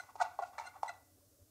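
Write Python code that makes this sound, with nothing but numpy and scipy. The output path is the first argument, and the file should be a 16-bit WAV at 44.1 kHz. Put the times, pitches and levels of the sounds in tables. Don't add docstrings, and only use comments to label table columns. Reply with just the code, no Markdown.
import sys
import numpy as np
from scipy import signal
from scipy.fft import rfft, irfft, next_fast_len
from scipy.io import wavfile
from scipy.ndimage import map_coordinates

SR = 44100
rng = np.random.default_rng(int(sys.argv[2]) if len(sys.argv) > 2 else 0)


def generate_wav(signal):
    frames = np.transpose(np.atleast_2d(signal))
    scaled = np.clip(frames, -1, 1) * 32767
    pcm = np.round(scaled).astype(np.int16)
    wavfile.write(sys.argv[1], SR, pcm)


def invert_db(level):
    return 10 ** (np.asarray(level, dtype=float) / 20)


N = 66150
TIME = np.arange(N) / SR

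# frequency in Hz, density in dB per Hz.
CRACK_SPECTRUM = [(1500, -28), (2300, -0.5), (3000, -9.5), (3900, -4), (4500, -4), (6500, -3), (8400, -9),
                  (13000, -32)]


def unit(x):
    return x / np.sqrt(np.mean(x ** 2) + 1e-20)


def along(points, hz):
    f, v = np.transpose(points)
    return np.interp(np.log(hz + 1), np.log(f + 1), v)


def wobble(rate):
    return map_coordinates(rng.standard_normal(N // 20), [TIME * rate])


def filtered(x, response):
    m = next_fast_len(N + SR // 2)
    return irfft(rfft(x, m) * response(np.fft.rfftfreq(m, 1 / SR)), m)[..., :N]


def noise(spectrum):
    return unit(filtered(rng.standard_normal(N), lambda hz: invert_db(along(spectrum, hz))))


def resonances(modes):
    def response(f):
        total = 0
        for k, (centre, width, db) in enumerate(modes):
            mode = 1j * f * width / (centre * centre - f * f + 1j * f * width)
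            total = total + (-1) ** k * invert_db(db) * mode
        return total
    return response


def swell(peak_s, rise_s, fall_s):
    return np.exp(-((TIME - peak_s) / np.where(TIME < peak_s, rise_s, fall_s)) ** 2)


def radiated(f):
    corner_hz, damping = 481, 1.204
    return (f * f / (f * f - corner_hz ** 2 - 1j * damping * f * corner_hz)) ** 3


def in_tile(force):
    # frequency in Hz, width in Hz, level in dB.
    tile_modes = [(389, 180, -26), (590, 51, -13), (725, 18, -0.5), (875, 110, -5.5), (1121, 69, -5.5),
                  (1247, 80, -8.5), (1449, 48, -7), (1575, 35, -13), (1750, 44, -16.5), (1965, 42, -8.5),
                  (2270, 140, -17), (2720, 33, -12.5), (3478, 120, -17), (4165, 29, -11.5)]
    contact_s = 0.0011
    modal = resonances(tile_modes)
    return filtered(force, lambda f: modal(f) * radiated(f) / (1 + 1j * f * contact_s))


def taps():
    # start in seconds, peak in dB, pitch in Hz, crack over knock in dB.
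    knock_rows = [(.035, -51.5, 875, -17), (0.0904, -49.5, 1000, -31), (.096, -49, 1080, -27),
                  (.105, -55, 895, -16), (.1545, -39.5, 821, -27), (0.16, -41, 848, -23.5),
                  (.2025, -31.5, 780, -23), (.2075, -36, 800, -24), (0.212, -35, 900, -19),
                  (.218, -34.5, 860, -11), (.2235, -37, 864, -12), (.389, -26.5, 760, -33.5),
                  (.3965, -31.5, 770, -39), (0.5807, -42.5, 1750, -19.5), (.583, -45.5, 2265, -25),
                  (.582, -33.5, 890, -23), (.586, -36.5, 1280, -31), (.589, -40, 2230, -24),
                  (.597, -36, 897, -18.5), (.604, -46, 885, -27), (.611, -48, 850, -27),
                  (.625, -50, 800, -27), (0.743, -52, 960, -25), (.756, -49.5, 1186, -36),
                  (0.829, -47, 1000, -26), (.831, -23, 830, -29), (.844, -40, 920, -34),
                  (.851, -47, 950, -28.5), (0.86, -38, 887.3, -26), (0.864, -50, 950, -24),
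                  (.870, -47, 900, -25), (.877, -46, 800, -30), (0.8923, -48.5, 876, -6),
                  (1.007, -60.5, 873, -35.5), (1.208, -71, 1000, -27.5)]
    knock_t60_s, attack_s, crack_t60_s = 0.017, 0.00076, 0.045
    tile_db = -6.5
    direct, force, crack = np.zeros(N), np.zeros(N), noise(CRACK_SPECTRUM)
    for s, db, hz, crack_db in knock_rows:
        t = np.maximum(TIME - s, 0)
        attack = 1 - np.exp(-(t / attack_s) ** 2)
        direct += invert_db(db + 5 - 60 * t / knock_t60_s) * attack * np.sin(2 * np.pi * hz * t)
        direct += invert_db(db + crack_db - 60 * t / crack_t60_s) * (t > 0) * crack
        force[int(s * SR)] = invert_db(db + 31.5 + tile_db)
    return filtered(direct, radiated) + in_tile(force)


def scrape():
    # peak in seconds, rise in seconds, fall in seconds, level in dB,
    # hiss over body in dB.
    stroke_rows = [(.005, 0.0052, 0.077, -61.5, -8), (.098, 0.011, 0.012, -57.5, -34),
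                   (.165, 0.015, 0.021, -68, -10), (.2, 0.013, 0.0033, -50, -18),
                   (0.257, 0.03, 0.017, -47, -21), (0.329, 0.037, 0.036, -62.5, -16),
                   (0.412, 0.018, 0.0071, -53.5, -26), (0.459, 0.02, 0.042, -63, -5),
                   (0.541, 0.013, 0.025, -60, -19), (0.612, 0.03, 0.019, -49.5, -16),
                   (0.667, 0.028, 0.028, -56.5, -9), (0.762, 0.04, 0.036, -61, -24),
                   (0.861, 0.018, 0.019, -55.5, -23), (0.939, 0.038, 0.042, -63.5, -15.5)]
    grains_per_s, grain_spread_db = 3000, 1.5
    pressure, hiss = np.zeros(N), np.zeros(N)
    for s, rise_s, fall_s, db, hiss_db in stroke_rows:
        bell = invert_db(db) * swell(s, rise_s, fall_s)
        pressure += bell
        hiss += invert_db(hiss_db) * bell
    hits = rng.random(N) < grains_per_s / SR
    grains = hits * rng.standard_normal(N) * invert_db(grain_spread_db * wobble(89.18))
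    return pressure * unit(in_tile(grains)) + hiss * invert_db(2.1 * wobble(120)) * noise(CRACK_SPECTRUM)


def groans():
    # peak in seconds, rise in seconds, level in dB, slip rate in Hz,
    # octave over fundamental in dB.
    groan_rows = [(.004, 0.018, -49.5, 728, 7.5), (0.202, 0.002, -39.5, 799.8, -22),
                  (0.216, 0.0069, -26.5, 714.5, -6), (.221, 0.0031, -27.5, 723.4, -19),
                  (0.239, 0.0026, -40.5, 756.2, -15), (0.253, .006, -40, 762.2, -14.5),
                  (0.261, 0.0039, -46.5, 725, 1), (0.273, 0.0028, -64, 717.3, -21),
                  (.317, 0.0071, -52, 725, -7), (0.419, 0.0013, -49, 771, -30),
                  (0.425, 0.0032, -38, 700.3, -19.5), (.437, 0.011, -36, 706.7, -8.5),
                  (0.474, 0.0017, -52, 725.4, -34.5), (.488, 0.0035, -64.5, 717.5, -17),
                  (0.536, 0.0095, -58, 730.7, -22), (0.552, 0.002, -58.5, 729.5, -7.5),
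                  (0.639, 0.002, -52, 726.6, -17.5), (.656, 0.004, -46, 758.6, -25),
                  (0.682, 0.015, -63.5, 714.4, 15), (.765, 0.0074, -50, 763, -26),
                  (0.895, 0.0033, -43, 708.4, 0.5), (0.903, 0.005, -43.5, 709.3, -4.5)]
    fall_s, jitter = .0036, .008
    third_db, grit_db, shake_db = -33.5, -28, -16
    columns = np.transpose(groan_rows)
    slip_hz = np.interp(TIME, columns[0], columns[3]) * (1 + jitter * wobble(250))
    phase = 2 * np.pi * np.cumsum(slip_hz) / SR
    size, octave = np.zeros(N), np.zeros(N)
    for s, rise_s, db, hz, octave_db in groan_rows:
        bell = invert_db(db + 1) * swell(s, rise_s, fall_s)
        size += bell
        octave += invert_db(octave_db) * bell
    tone = size * (np.cos(phase) + invert_db(third_db) * np.cos(3 * phase - 1.2))
    tone += octave * np.cos(2 * phase - .6)
    slips = size * (1 + np.cos(phase - 1.5))
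    grit = invert_db(grit_db) * slips * noise(CRACK_SPECTRUM)
    shake = rng.standard_normal(N)
    shaken = invert_db(shake_db) * in_tile(slips * shake) / in_tile(shake).std()
    return tone + grit + shaken


def squeaks():
    # peak in seconds, rise
    # in seconds, level in dB, pitch in Hz, # overtones over fundamental in dB.
    squeak_rows = [(.008, 0.037, -59.5, 2058, -7), (0.035, 0.03, -69.5, 2020, -8),
                   (0.215, 0.0084, -51, 1938, -29), (0.661, 0.024, -68.5, 2740, -14),
                   (0.674, 0.011, -58, 2084, -4), (0.687, 0.036, -72, 2774, -11),
                   (0.883, 0.0029, -49.5, 2018, -9.5), (0.892, .005, -47, 1995, -18.5),
                   (0.899, 0.0063, -65, 2583, -16), (0.912, 0.008, -59.5, 1985, -20),
                   (.940, .005, -68, 1985, -13)]
    partials_db = [0, -3, -2]
    fall_s, jitter, smear_rad = .005, .006, .35
    rough_db, shake_db = -2, -15.5
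    out, force = np.zeros(N), np.zeros(N)
    drift = np.cumsum(1 + jitter * wobble(200)) / SR
    for s, rise_s, db, hz, over_db in squeak_rows:
        phase = 2 * np.pi * hz * drift
        bell = invert_db(db + 6.5) * swell(s, rise_s, fall_s)
        stack = np.sin(phase)
        for partial, partial_db in enumerate(partials_db, 2):
            level = invert_db(over_db + partial_db + rough_db * wobble(330))
            stack += level * np.sin(partial * phase + smear_rad * partial * wobble(360))
        out += bell * stack
        force += bell
    shake = np.diff(rng.standard_normal(N + 2), 2)
    return out + invert_db(shake_db) * in_tile(force * shake) / in_tile(shake).std()


def rings():
    # peak in seconds, rise in seconds, fall in seconds, level in dB, frequency
    # in Hz.
    ring_rows = [(.03, 0.034, 0.077, -73, 2035), (.02, 0.025, 0.039, -75, 6150),
                 (.315, 0.024, .012, -60, 1460), (.392, 0.0036, 0.015, -47, 590),
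                 (.475, .012, 0.018, -64, 1450), (.584, 0.0054, 0.012, -55.5, 618),
                 (.600, 0.0034, .014, -46, 919), (.587, 0.0034, 0.0076, -56.5, 4153),
                 (.715, 0.019, .012, -64.5, 1455), (0.906, .01, 0.031, -69.5, 2630),
                 (1.005, .012, .02, -81, 1992), (1.05, .012, .015, -81.5, 2004),
                 (1.09, .015, .02, -85, 1980), (.045, 0.01, .012, -63, 1470), (.86, 0.013, 0.016, -51, 941),
                 (.157, 0.0024, 0.0067, -61.5, 417), (.205, 0.0048, 0.0089, -39.5, 1250),
                 (.207, 0.0042, 0.0063, -37.5, 897), (.220, 0.0083, .005, -29, 881),
                 (.222, 0.0035, 0.0092, -48.5, 2246), (.222, .006, .006, -66, 11130),
                 (.262, 0.0088, 0.006, -49.5, 1470), (.391, 0.0017, 0.0055, -40, 1116),
                 (.400, 0.0064, 0.011, -58, 413), (.426, 0.0049, .005, -48, 1070),
                 (.436, 0.0065, 0.021, -69, 2560), (.455, .006, 0.013, -56, 1404),
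                 (.605, .005, 0.0072, -55.5, 2280), (.670, 0.014, 0.005, -60.5, 4160),
                 (.705, 0.015, 0.014, -64.5, 2100), (.833, 0.0042, 0.0055, -44.5, 1080),
                 (.833, 0.0015, 0.0095, -59, 2250), (.834, 0.0034, 0.0078, -66.5, 3490),
                 (.833, .003, 0.0049, -67, 10720), (.877, .004, 0.0056, -59, 1460),
                 (.915, 0.0082, 0.0098, -66.5, 3980), (.955, 0.0062, 0.007, -73, 3950),
                 (.970, 0.021, 0.01, -66.5, 1980), (.983, .006, 0.0063, -68, 1425)]
    wander = .3 * wobble(150)
    out = np.zeros(N)
    for s, rise_s, fall_s, db, hz in ring_rows:
        out += invert_db(db + 2) * swell(s, rise_s, fall_s) * np.sin(2 * np.pi * hz * (TIME - s) + wander)
    return out


def room(x):
    # frequency in Hz, T60 in seconds.
    room_t60 = [(400, 0.56), (1000, 0.31), (2000, 0.55), (5000, .35), (10000, 0.18)]
    level_db, delay_s, rise_s = -12.5, 0.0068, 0.0018
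    hz, t, z = signal.stft(rng.standard_normal(SR // 2), SR, nperseg=256)
    decay = invert_db(-60 * t / along(room_t60, hz)[:, None])
    tail = signal.istft(z * decay * (1.2 - np.exp(-t / rise_s)), SR, nperseg=256)[1]
    delayed = np.pad(x, (int(delay_s * SR), 0))
    return invert_db(level_db) * signal.fftconvolve(delayed, tail / np.linalg.norm(tail))[:N]


def background():
    # frequency in Hz, density in dB per Hz.
    hiss_spectrum = [(410, -32), (700, -14.5), (946, -8), (1110, -2), (2180, -12), (2870, -8.5),
                     (3150, -8.5), (5670, -0.5), (13000, -1), (15900, -4)]
    # frequency in Hz, density in dB per Hz.
    rumble_spectrum = [(12, -22.5), (20, -18.5), (103, -6.5), (140, -20), (255, -10), (496, -7.5),
                       (527, -11), (570, -6), (800, -17), (1040, -59.5), (1760, -120)]
    # frequency in Hz, width in Hz, level in dB.
    hum_lines = [(78.6, 27, -77), (94, 7, -75.5), (266, 12, -83.5), (302, 11, -83), (501, 7.2, -88.5)]
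    # peak in seconds, half length in seconds, level in dB, frequency in Hz.
    hoot_rows = [
        (1.071, 0.026, -77, 575),
        (1.131, 0.02, -76.5, 575),
        (1.234, 0.022, -70.5, 578),
        (1.345, 0.016, -72.5, 557),
        (1.41, 0.04, -75.5, 580),
        (1.473, 0.029, -88, 574),
    ]
    bump_s, bump_half_s, bump_db, bump_hz = 1.4255, .011, -60, 78
    out = invert_db(-71.5) * noise(hiss_spectrum)
    out += invert_db(-79 + 2.6 * wobble(39)) * noise(rumble_spectrum)
    for hz, width_hz, db in hum_lines:
        out += invert_db(db) * unit(filtered(rng.standard_normal(N), resonances([(hz, width_hz, 0)])))
    for s, half_s, db, hz in hoot_rows:
        out += invert_db(db + 1) * swell(s, half_s, half_s) * np.sin(2 * np.pi * hz * TIME)
    bump = swell(bump_s, bump_half_s, bump_half_s) * np.sin(2 * np.pi * bump_hz * (bump_s - TIME))
    return out + invert_db(bump_db) * bump


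def scene():
    body = taps() + scrape()
    tones = filtered(groans(), radiated) + rings()
    thin = squeaks()
    to_room = body + invert_db(-5) * tones + invert_db(-10) * thin
    return (body + tones + thin + room(to_room) + background())[None]


def band_limit(x):
    return signal.sosfilt(signal.butter(12, 16080, fs=SR, output="sos"), x)


def record(dry):
    top_hz = 15710
    mix = filtered(dry, lambda hz: hz < top_hz)
    return band_limit(mix)


dry = scene()
out = record(dry)
generate_wav(out)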